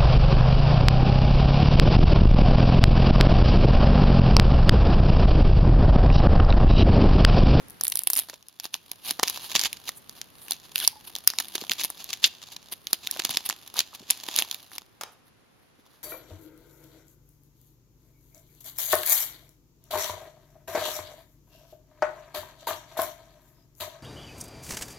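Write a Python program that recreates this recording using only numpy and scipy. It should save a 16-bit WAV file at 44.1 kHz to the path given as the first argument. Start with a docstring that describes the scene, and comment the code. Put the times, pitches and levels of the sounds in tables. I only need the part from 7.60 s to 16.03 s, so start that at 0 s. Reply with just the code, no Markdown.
"""At a table in a small room, hands peel a thin clinging film off a small glossy box, close to two microphones.
Creases snap and glue rips: short noise bursts ring the film, the box and the fine wrinkles.
Flickering noise makes the rustle, struck resonances the knocks, and unsteady tones the two squeaks.
Near the end something light drops on the table. The room answers softly over a drifting hiss."""
import sys
import numpy as np
from scipy import signal
from scipy.fft import rfft, irfft
from scipy.io import wavfile
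from scipy.ndimage import uniform_filter1d

SR = 44100
rng = np.random.default_rng(int(sys.argv[2]) if len(sys.argv) > 2 else 0)


def int16_out(signal):
    """Quantize to a 16-bit WAV file."""
    q = np.round(np.clip(np.atleast_2d(signal).T, -1, 1) * 32767)
    wavfile.write(sys.argv[1], SR, q.astype(np.int16))


N = 371763
T = np.arange(N) / SR


def undb(db):
    """Turns decibels into a plain multiplier."""
    return 10 ** (np.asarray(db) / 20)


def unit(x):
    """Scales to an average (rms) level of 1 along the last axis."""
    return x / np.sqrt(np.mean(x ** 2, axis=-1, keepdims=True) + 1e-18)


def peak(x):
    """Scales each stereo event so the middle of left and right swings to 1."""
    return x / np.abs(x.mean(axis=1)).max(axis=-1)[:, None, None]


def ring(x, hz, width_hz, order=1):
    """Resonance: favours sound near one pitch; a narrow width rings longer."""
    f = np.fft.rfftfreq(x.shape[-1], 1 / SR) + 1  # +1 avoids dividing by zero
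    response = 1 / (1 + 1j * (f - hz ** 2 / f) / width_hz) ** order
    return irfft(rfft(x) * response, x.shape[-1])


def place(rows, times):
    """Adds stereo events (events, 2, length) to a track at their times in seconds."""
    out = np.zeros((2, N + rows.shape[-1]))
    for row, i in zip(rows, (np.asarray(times) * SR).astype(int)):
        out[:, i:i + row.shape[-1]] += row
    return out[:, :N]


def pair(x, apart):
    """Makes left and right from a shared noise and one that differs, more so for short waves."""
    side = x[..., 1:, :]
    treble = side - np.roll(side, 1, axis=-1)
    return x[..., :1, :] + apart * (0.65 * side + treble) * np.array([[1], [-1]])


ECHO_MS, ECHO_DB = 2.2, -17.5  # bounce off the table top
RISE_MS = 0.18  # time constant of the build-up


def bursts(count, length_ms, size, grain_db=3.5):
    """Sudden releases: spiky noise builds up for 2 ms, dies away and bounces off the table."""
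    ms = np.arange(size) / SR * 1000
    spikes = undb(grain_db * rng.exponential(size=(count, 1, size)))
    x = rng.standard_normal((count, 2, size)) * spikes
    x = x * np.exp(-np.where(ms < 2, (2 - ms) / RISE_MS, (ms - 2) / length_ms))
    return x + undb(ECHO_DB) * np.roll(x, int(ECHO_MS * SR / 1000), axis=-1)


# Notes of the box: pitch_hz, width_hz, level_db (before a further broad resonance)
BOX_NOTES = [(90, 190, -12), (307, 250, -4.5), (756, 85, -4), (1073, 590, 0.5), (1800, 510, -3.5)]


def regions(x, hz):
    """What a release shakes: the stretched film (ringing around hz), the box, the fine wrinkles."""
    x = pair(x, 0.43)
    film = ring(x, hz, 1.104 * hz, order=2)
    film = film + 0.44 * ring(x, 6160.0, 1200.0) + 0.32 * ring(x, 2400.0, 1700.0)
    box = sum(undb(db) * ring(x, f, w) for f, w, db in BOX_NOTES)
    thud = ring(box, 600.0, 3000.0)
    sizzle = ring(x, 9995, 6000.0, order=2)
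    return film, thud, sizzle


def flicker(rate, depth_db, sag_s, steady):
    """Level that jumps at random (rate per second) and sags quickly, as patches of film catch."""
    sizes = undb(depth_db * np.minimum(rng.exponential(size=N), 3.0))
    hits = (rng.random(N) < rate / SR) * sizes
    return unit(steady + signal.lfilter([1], [1, -np.exp(-1 / (sag_s * SR))], hits))


def rubbing(film, thud, sizzle, catch):
    """Dense tiny creases at the given gains; the same catches drive film, box and wrinkles."""
    parts = regions(rng.standard_normal((2, N)) * catch, 3565.0)
    return sum(gain * unit(part) for gain, part in zip((film, thud, sizzle), parts))


FILM_HZ, SNAP_MS = 4190, 0.73  # middle film pitch; time constant of a snap's decay
SPOT_LAG_MS = 0.0065  # left-right arrival lag for a spot one typical spread off centre
# Creases and glue spots letting go:
# time_s, film_db (peak), thud_db and sizzle_db (peaks relative to the film)
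CREASE_SNAPS = [(0.0843, -44, -8, 11), (0.099, -41, -7, 10), (0.1058, -34, -11, 7.5), (0.211, -10, -13, 0),
                (0.2363, -15, -11, 8), (0.2474, -34, -22, 25.5), (0.252, -17, -32.5, 7),
                (0.2686, -19, -26.5, 1), (0.2807, -19.5, -13, 15), (0.2998, -32.5, -34, 17),
                (0.3203, -22.5, -27, 13), (0.339, -31, -23, 3), (0.356, -11.5, -16, 7.5),
                (0.3727, -11.5, -29, 6.5), (0.3915, -12, -27, 6.5), (0.4056, -39, -22, 4),
                (0.4188, -29, -7.5, 7), (0.4354, -24, -31, 10.5), (0.473, -5.5, -16, 5.5),
                (0.5017, -11, -12.5, 8.5), (0.506, -27, -25, 20), (0.5159, -34, -26, -5),
                (0.5336, -9.5, -16.5, 7.5), (0.5397, -23, -24, 8), (0.5533, -20, -28, 8),
                (0.563, -14, -29, -15), (0.5672, -18.5, -6.5, 13), (0.5744, -14.5, -13, 8),
                (0.582, -17, -18, 6), (0.5905, -15.5, -11, 11), (0.5918, -13, -24, 0),
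                (0.5973, -13, -16, 3), (0.687, -26, -9, -19), (0.698, -18.5, -6, -11),
                (0.7411, -26, -16, -30), (0.8266, -35, -31, -9), (0.8851, -30.5, -24, 2.5),
                (0.9994, -12.5, -20.5, -11), (1.0427, -21, -14, -4), (1.0543, -17, -7.5, -15),
                (1.1421, -7.5, -19, -10), (1.1514, -27, -7, -6), (1.3158, -15.5, -17.5, 0),
                (1.483, -19.5, -13, -20), (1.494, -15.5, -17, -30), (1.509, -7.5, -18, 0),
                (1.5926, -23, 0, -28), (1.5966, -9, -2, -32.5), (1.6317, -1.5, -6, -4),
                (1.636, -3, -43, -25), (1.6765, -12, -22, -10), (1.6815, -8, -20, -6),
                (1.6987, -12.5, -10, -1), (1.7746, -19, -7, -9), (1.917, -17.5, -7.5, -10),
                (1.9531, -4, -5.5, -12), (1.9604, -3.5, -13.5, -36), (1.9677, -13, -23, -21),
                (1.9941, -6, -24, -14), (2.0005, -18, -26, -14), (2.0137, -7, -31, -34),
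                (2.0369, -9.5, -21, -10), (2.0492, -11, -20, -17), (2.0577, -7.5, -8, -26),
                (2.0699, -21, -21, -16), (2.1298, -15, -21, -2), (2.2914, -12, -7.5, -5.5),
                (2.4953, -22.5, -12.5, -6.5), (2.6152, -16.5, -20, -18), (2.8829, -24, -12, -7),
                (2.9092, -8, -16.5, 2.5), (2.9201, -8, -26, -7.5), (2.9332, -21, -14, -3),
                (3.158, -6, -37, -2.5), (3.1805, -14.5, -28.5, 0.5), (3.1894, -19.5, -30, 5),
                (3.2013, -14.5, -35, -1), (3.2492, -11, -32, -19), (3.2762, 1.5, -24, 1),
                (3.553, -13.5, -32, -5), (3.5628, -15, -12.5, -12), (3.5856, -28, -16, 0.5),
                (3.6753, 5, -34, -2), (3.702, -12, -12, -11), (3.7363, -26, 2.5, -15),
                (3.7868, -5.5, -20, -12), (3.801, -11, -11, -2.5), (3.8056, -24.5, 1.5, -18),
                (3.884, -26.5, -28, 4), (3.9544, -13.5, -24, 0), (3.9804, -15.5, -8.5, -30),
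                (4.0137, -17.5, -25, -10), (4.0388, -26, -1, -20), (4.0962, -8.5, -18.5, -17),
                (4.112, -14, -18, -14), (4.117, -5, -30, -9), (4.1346, -18, -28, -4),
                (4.2049, -19.5, -14, -2), (4.2116, -15.5, -24, -2), (4.2357, -13.5, -18.5, 0),
                (4.2408, -11.5, -25.5, -0.5), (4.2478, -9, -12.5, 0.5), (4.3022, -21, -8.5, 5),
                (4.4429, -20.5, -28.5, 1.5), (4.5047, -17.5, -22.5, -15), (4.5309, -12, -31.5, -17.5),
                (4.5366, -16, -31.5, -8.5), (4.629, -26, -7, -11), (4.6616, -14.5, -20.5, -2),
                (4.8176, -31, -30, -17), (5.0715, -43, -19, -12), (5.1264, -21.5, -9, -6),
                (5.2703, -13.5, -26, -10), (5.3313, -1, -14.5, -3), (5.467, -25, -26, -7),
                (5.4722, -9.5, -38, -9), (5.512, -13, -23, 2.5), (5.5636, -30, -3, -14),
                (5.5994, -13, -6.5, -22), (5.6205, -18, -14, -32), (5.65, -7, -15.5, -3),
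                (5.6932, -12, -9, -17), (5.7304, -28, -18, -17), (5.7394, -19, -35, -30),
                (5.759, -18, -15, -11), (5.7716, -1, -17, -13), (5.8911, -8.5, -15, -4.5),
                (5.8989, -8.5, -6.5, -16), (5.9089, -17, -19, -21), (5.9267, -18.5, -6.5, -33),
                (6.077, -27.5, -25, 2), (6.1411, -23, -9, 0), (6.1915, -1, -22, -11.5),
                (6.2047, -7.5, -26, -9.5), (6.5029, -6.5, -42, -4.5), (6.5073, -2, -19, -3),
                (6.5748, -27, -21, -1.5), (6.687, -14.5, -5, -25), (6.7626, -5, -24, -3.5),
                (6.7788, -17, -12, 2), (6.7884, -1.5, -32.5, -13), (6.8152, -18.5, -6, -13),
                (6.8229, -7.5, -12, -2.5), (6.9127, -9.5, -23.5, -6), (6.9265, -23, -10.5, -15),
                (6.9452, -16.5, -33, -3), (7.1172, -35, 1.5, 0), (7.1822, -17.5, -12.5, -8),
                (7.2192, -33.5, -4.5, -21)]


def snaps():
    """Single releases; tight creases, rich in sizzle, ring higher; each has its own spot."""
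    s, film_db, thud_db, sizzle_db = (c[:, None, None] for c in np.transpose(CREASE_SNAPS))
    scatter_db, spot = rng.standard_normal((len(s), 2)).T[..., None, None]
    tightness = np.clip(sizzle_db + 8.5, -6, 20)
    # pitch also shifts by a decibel-style ratio
    hz = FILM_HZ * undb(0.13 * tightness + 1.3 * scatter_db)
    noise = bursts(len(s), SNAP_MS, size=1024, grain_db=1.5)
    film, thud, sizzle = map(peak, regions(noise, hz))
    rows = undb(film_db) * (film + undb(thud_db) * thud + undb(sizzle_db) * sizzle)
    # a spot further to one side is louder and earlier at that microphone
    side = spot * np.array([[0.5], [-0.5]])
    f = np.fft.rfftfreq(rows.shape[-1], 1 / SR)
    lead = np.exp(2j * np.pi * f * side * SPOT_LAG_MS / 1000)
    return place(irfft(rfft(rows) * lead) * undb(0.63 * side), s.ravel() - 2 / 1000)


ZIP_S, ZIP_SLIPS = 4.6412, 13  # start and number of slips
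ZIP_GAP_MS, ZIP_SLOWING, ZIP_JITTER_MS = 1.0, 0.025, 0.08  # slowing is a share per slip
ZIP_DB, ZIP_FADE_DB, ZIP_SIZZLE_DB = -0.5, -1.02, -16  # first slip; change per slip; relative to film
ZIP_HZ, ZIP_WIDTH_HZ = 3500, 2000


def zip_off():
    """The hardest pull: glue lets go in a quick buzz of slips that slows and weakens."""
    k = np.arange(ZIP_SLIPS)
    jitter, scatter_db = rng.standard_normal((len(k), 2)).T
    delay_ms = ZIP_GAP_MS * k * (1 + ZIP_SLOWING * k) + ZIP_JITTER_MS * jitter
    s = ZIP_S + delay_ms / 1000
    film, _, sizzle = regions(bursts(len(k), 0.25, size=1024, grain_db=1.0), ZIP_HZ)
    film, sizzle = peak(ring(film, ZIP_HZ, ZIP_WIDTH_HZ)), peak(sizzle)
    gain = undb(ZIP_DB + ZIP_FADE_DB * k + 1.5 * scatter_db)[:, None, None]
    return place(gain * (film + undb(ZIP_SIZZLE_DB) * sizzle), s - 2 / 1000)


# before a snap the glue strains; after it the freed film crackles on, then settles
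# levels are relative to the snap; times are time constants
BEFORE_DB, BEFORE_MS = -32.5, 2.4
AFTER_DB, AFTER_MS = -34, 18.8
# the box under a tear: its level at a gentle tear, and the share of the film's dB by which it grows
RIP_THUD_DB, GENTLE_DB, RIP_THUD_SHARE = -50, -40.5, 0.66
# Short dense rasps, glue tearing or (the faint late ones) fingers sliding:
# crest_s, half_length_ms (about 7 dB down), film_db, sizzle_db (relative to the film)
TEARS = [(.24, 7.2, -51.5, 6.5), (0.324, 3, -28, -3.5), (0.588, 8.9, -32, -10), (.7, 10, -47, 0),
         (0.738, 8, -44.5, -14), (1.05, 15, -41.5, 2), (1.147, 12.7, -42, 2), (1.479, 29.5, -34.5, 1),
         (1.507, 4.8, -30.5, -9), (1.692, 21, -37.5, -3), (1.761, 19, -35.5, -4), (1.848, 22, -38.5, 1.5),
         (1.921, 6.6, -31.5, -9), (1.958, 10.3, -25, -15), (2.011, 22, -32, -8), (2.055, 13.4, -27.5, -15),
         (2.58, 21, -48, -2), (2.171, 4, -41, -20), (2.282, 12.8, -32.5, -5), (2.376, 15, -61.5, 19),
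         (2.83, 59, -57, 9.5), (2.909, 10, -38.5, -11), (3.056, 12.6, -45.5, -4), (3.19, 46, -43.5, 1),
         (3.239, 24, -32.5, 1), (3.478, 13, -44, 3.5), (3.804, 5.9, -34, -7), (3.958, 5, -27.5, -8),
         (4.015, 23, -42, -12), (4.117, 9, -33, -5), (4.206, 15.8, -29, -16), (4.245, 10, -40, -2),
         (4.409, 19, -41, -9), (4.498, 11, -34.5, -18.5), (4.539, 12.3, -37, -22.5),
         (4.633, 5, -29.5, -6.5), (4.659, 15.5, -27.5, -6.5), (4.832, 8.3, -40.5, -19),
         (4.927, 17.3, -41, -7.5), (4.966, 2.2, -33, -10), (5.128, 8.4, -34.5, 3.5), (5.309, 6.3, -42, 0),
         (5.444, 16, -41.5, -14), (5.548, 9.2, -43.5, -3), (5.596, 4.3, -26, -18), (5.652, 3.5, -23, -21),
         (5.708, 5.9, -26.5, 0.5), (5.862, 7.8, -32, 3.5), (5.903, 18, -41, -6), (6.179, 17.4, -31, -4),
         (6.207, 5.2, -29.5, -35), (6.351, 9.7, -41.5, -4), (6.506, 17, -35, -8.5),
         (6.639, 1.8, -33.5, -10), (6.745, 45, -38.5, -15), (6.792, 11.8, -27, 0.5), (6.93, 56, -55, -5),
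         (7.148, 18, -42.5, -1), (7.529, 9.3, -64, 8.5), (7.675, 16, -64, 3), (8.03, 53, -75, 5),
         (8.2, 12, -64.5, -1), (8.262, 6, -57, -5), (8.351, 50, -63, 0.5)]


def fade(x, ms):
    """Lets each spike die away smoothly."""
    return signal.lfilter([1], [1, -np.exp(-1000 / (ms * SR))], x)


def rips():
    """Each tear swells to a crest and falls; each snap has a short crackle before and after it."""
    gains = np.zeros((3, N))  # film, box, wrinkles
    for s, half_ms, db, sizzle_db in TEARS:
        near = slice(int((s - 0.12) * SR), int((s + 0.12) * SR))
        ms = (T[near] - s) * 1000
        thud_db = RIP_THUD_DB + RIP_THUD_SHARE * (db - GENTLE_DB)
        swell = np.exp(-0.8 * (ms / half_ms) ** 2)
        gains[:, near] += undb([[db], [thud_db], [db + sizzle_db]]) * swell
    s, db, thud_db, sizzle_db = np.transpose(CREASE_SNAPS)
    freed = np.zeros((3, N))
    freed[:, (s * SR).astype(int)] = undb(db + np.array([0 * db, thud_db, sizzle_db]))
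    gains += undb(AFTER_DB) * fade(freed, AFTER_MS)
    gains += undb(BEFORE_DB) * fade(freed[:, ::-1], BEFORE_MS)[:, ::-1]  # run backwards in time
    return rubbing(*gains, flicker(rate=1100.0, depth_db=4.0, sag_s=0.0013, steady=0.88))


# the box is rubbed along: its level rises by this share of the film's dB above a resting level
BOX_RUB_DB, BOX_RUB_SHARE, REST_DB = -59, 0.95, -50.5
# Film and fingers rubbing between the snaps: time_s, film_db, sizzle_db
RUSTLE_LEVELS = [(0.0, -80.5, -64), (0.16, -58, -53.5), (0.42, -63, -69), (0.63, -51, -49),
                 (0.8, -63.5, -67), (1.41, -56, -57), (1.69, -45.5, -47.5), (1.85, -40, -46.5),
                 (2.51, -59.5, -59.5), (3.03, -55, -59.5), (3.5, -54, -55.5), (3.85, -47.5, -49),
                 (4.62, -48, -55), (4.93, -52, -65.5), (5.26, -60, -57), (5.49, -46, -51.5),
                 (5.73, -36.5, -48), (5.91, -52, -54), (6.43, -50, -63), (6.71, -40.5, -46.5),
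                 (7.0, -49.5, -53.5), (7.23, -66, -68), (7.77, -86, -81), (8.43, -67.5, -76.5)]


def rustle():
    """The film never rests in the hands: flickering noise follows slowly changing levels."""
    s, *columns = np.transpose(RUSTLE_LEVELS)
    film_db, sizzle_db = (np.interp(T, s, c) for c in columns)
    thud_db = BOX_RUB_DB + BOX_RUB_SHARE * (film_db - REST_DB)
    catch = flicker(rate=110.0, depth_db=4.5, sag_s=0.0015, steady=0.5)
    return rubbing(undb(film_db), undb(thud_db), undb(sizzle_db), catch)


# Film slipping and sticking on the gloss: start_s, length_s,
# start_rate_hz, middle_rate_hz, end_rate_hz (slips), level_db (before the wavering)
FILM_SQUEAKS = [(3.204, .038, 2250, 1480, 1850, -33), (5.482, .03, 650, 830, 1050, -50)]


def squeaks():
    """Nearly regular slips sound as a tone with overtones; rate and grip waver."""
    out = np.zeros(N)
    for s, length_s, *hz, db in FILM_SQUEAKS:
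        u = np.clip((T - s) / length_s, 0, 1)  # progress from 0 to 1
        waver = unit(uniform_filter1d(rng.standard_normal((2, N)), size=90))
        rate = np.polyval(np.polyfit([0, 0.5, 1], hz, 2), u)
        phase = 2 * np.pi * np.cumsum(rate * (1 + 0.03 * waver[0])) / SR
        tone = 0.35 * np.sin(phase) + np.sin(2 * phase) + 0.3 * np.sin(3 * phase)
        swell = np.sqrt(np.sin(np.pi * u).clip(0))
        out += swell * undb(db + 4 * waver[1]) * tone
    return out


KNOCK_WIDTH = 0.49  # share of the ring pitch
PING_HZ, PING_WIDTH_HZ = 860, 24
# Fingers tapping and shifting on the box: time_s, peak_db, pitch_hz
FINGER_KNOCKS = [(.733, -37, 600), (1.507, -35, 273), (1.629, -27, 440), (1.952, -30, 365),
                 (3.951, -29, 328), (4.018, -34, 255), (4.104, -41, 250), (5.563, -31, 734),
                 (5.591, -38, 308), (5.697, -37.5, 200), (6.158, -29.5, 970), (6.174, -30, 750),
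                 (6.33, -40.5, 910), (6.406, -44, 247), (6.426, -42.5, 320), (6.785, -34, 275),
                 (8.189, -51.5, 280)]
# Two faint clear rings: time_s, peak_db
CLEAR_PINGS = [(3.327, -45.5), (3.356, -44)]


def knocks():
    """Soft blows that ring the box or the coiled cable: short noise through a resonance."""
    rows = [(s, db, hz, KNOCK_WIDTH * hz) for s, db, hz in FINGER_KNOCKS]
    rows += [(s, db, PING_HZ, PING_WIDTH_HZ) for s, db in CLEAR_PINGS]
    s, db, hz, width_hz = (c[:, None, None] for c in np.transpose(rows))
    blow = ring(pair(bursts(len(s), 4.5, size=8192), 0.2), hz, 2 * hz)
    return place(peak(ring(blow, hz, width_hz)) * undb(db), s.ravel() - 2 / 1000)


# A light thing landing, then its bounce: time_s, peak_db
LANDINGS = [(7.41, -20.5), (7.434, -20)]
# Notes of the struck table: pitch_hz, width_hz, level_db (relative to each other)
TABLE_NOTES = [(784, 420, 0.5), (1145, 560, 6.5), (2210, 370, -3), (4430, 4000, 9.5), (10950, 5500, 0)]


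def drops():
    """A light thing lands on the table and bounces once; each blow rings the table's notes."""
    s, db = np.transpose(LANDINGS)
    decay_ms = np.array([6.0, 1.8])[:, None, None]
    blow = pair(bursts(len(s), decay_ms, size=4096, grain_db=0.0), 0.45)
    rows = sum(undb(g) * unit(ring(blow, f, w)) for f, w, g in TABLE_NOTES)
    return place(peak(rows) * undb(db)[:, None, None], s - 0.001)


LEFT_DB, LEFT_LAG_MS = -1, 0.0076  # the hands work a little right of centre


def aside(x):
    """Off-centre sound is weaker and later at the left microphone."""
    lag = np.exp(-2j * np.pi * np.fft.rfftfreq(N, 1 / SR) * LEFT_LAG_MS / 1000)
    left = irfft(rfft(x[0]) * lag, N) * undb(LEFT_DB / 2)
    return np.array([left, x[1] * undb(-LEFT_DB / 2)])


# time for each echo noise to fade by 60 dB, and its level
ROOM_T60_S, ROOM_DB = 0.38, -25
EARLY_T60_S, EARLY_DB = 0.03, -17


def room(x, wet_db):
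    """Nearby objects scatter at once; the walls add a longer, duller tail of fading noise."""
    t = np.arange(SR // 2) / SR
    early = pair(rng.standard_normal((2, len(t))), 1.0) * undb(-60 * t / EARLY_T60_S)
    early = unit(early) * undb(EARLY_DB)
    walls = ring(pair(rng.standard_normal((2, len(t))), 0.56), 880.0, 3500.0)
    late = unit(walls * undb(-60 * t / ROOM_T60_S)) * undb(wet_db)
    echo = (early + late) / np.sqrt(len(t))
    return signal.fftconvolve(x.mean(axis=0, keepdims=True), echo, axes=1)[:, :N]


# Colour of the hiss: pitch_hz, level_db (relative to each other)
HISS_COLOUR = [(20, -26), (40, -11), (110, -4.5), (300, -8), (620, -13), (1500, -16.5), (4250, -23.5),
               (7000, -28.5), (11000, -26.5), (16000, -37.5)]
# The hiss, mostly low, drifts: time_s, level_db
HISS_DRIFT = [(0.0, -50), (0.94, -66.5), (1.64, -56), (8.43, -61.5)]


def hiss():
    """Air rumble and amplifier noise: coloured noise, unrelated left and right."""
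    f = np.fft.rfftfreq(N, 1 / SR) + 1
    hz, db = np.transpose(HISS_COLOUR)
    colour = undb(np.interp(np.log(f), np.log(hz), db))
    noise = unit(irfft(rfft(rng.standard_normal((2, N))) * colour, N))
    return noise * undb(np.interp(T, *np.transpose(HISS_DRIFT)))


def scene():
    """Adds the sounds of the hands, the drop, their room echoes and the hiss."""
    film = snaps() + zip_off() + rips() + rustle() + squeaks() + knocks()
    drop = drops()
    return aside(film) + room(film, ROOM_DB) + drop + room(drop, -10.5) + hiss()


NOTCH_HZ, NOTCH_WIDTH_HZ, NOTCH_DB = 8196, 1640, -31.5  # dip of the microphone opening
TOP_HZ = 16100


def record(dry):
    """The microphone openings lose a narrow band and some treble; the top and overloads are cut."""
    x = dry - (1 - undb(NOTCH_DB)) * ring(dry, NOTCH_HZ, NOTCH_WIDTH_HZ)
    x = x - 0.65 * ring(x, 16500.0, 6000.0)
    top_cut = signal.ellip(8, 0.2, 75, TOP_HZ, fs=SR, output="sos")
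    return np.clip(signal.sosfilt(top_cut, x), -1, 1)


dry = scene()
out = record(dry)
int16_out(out)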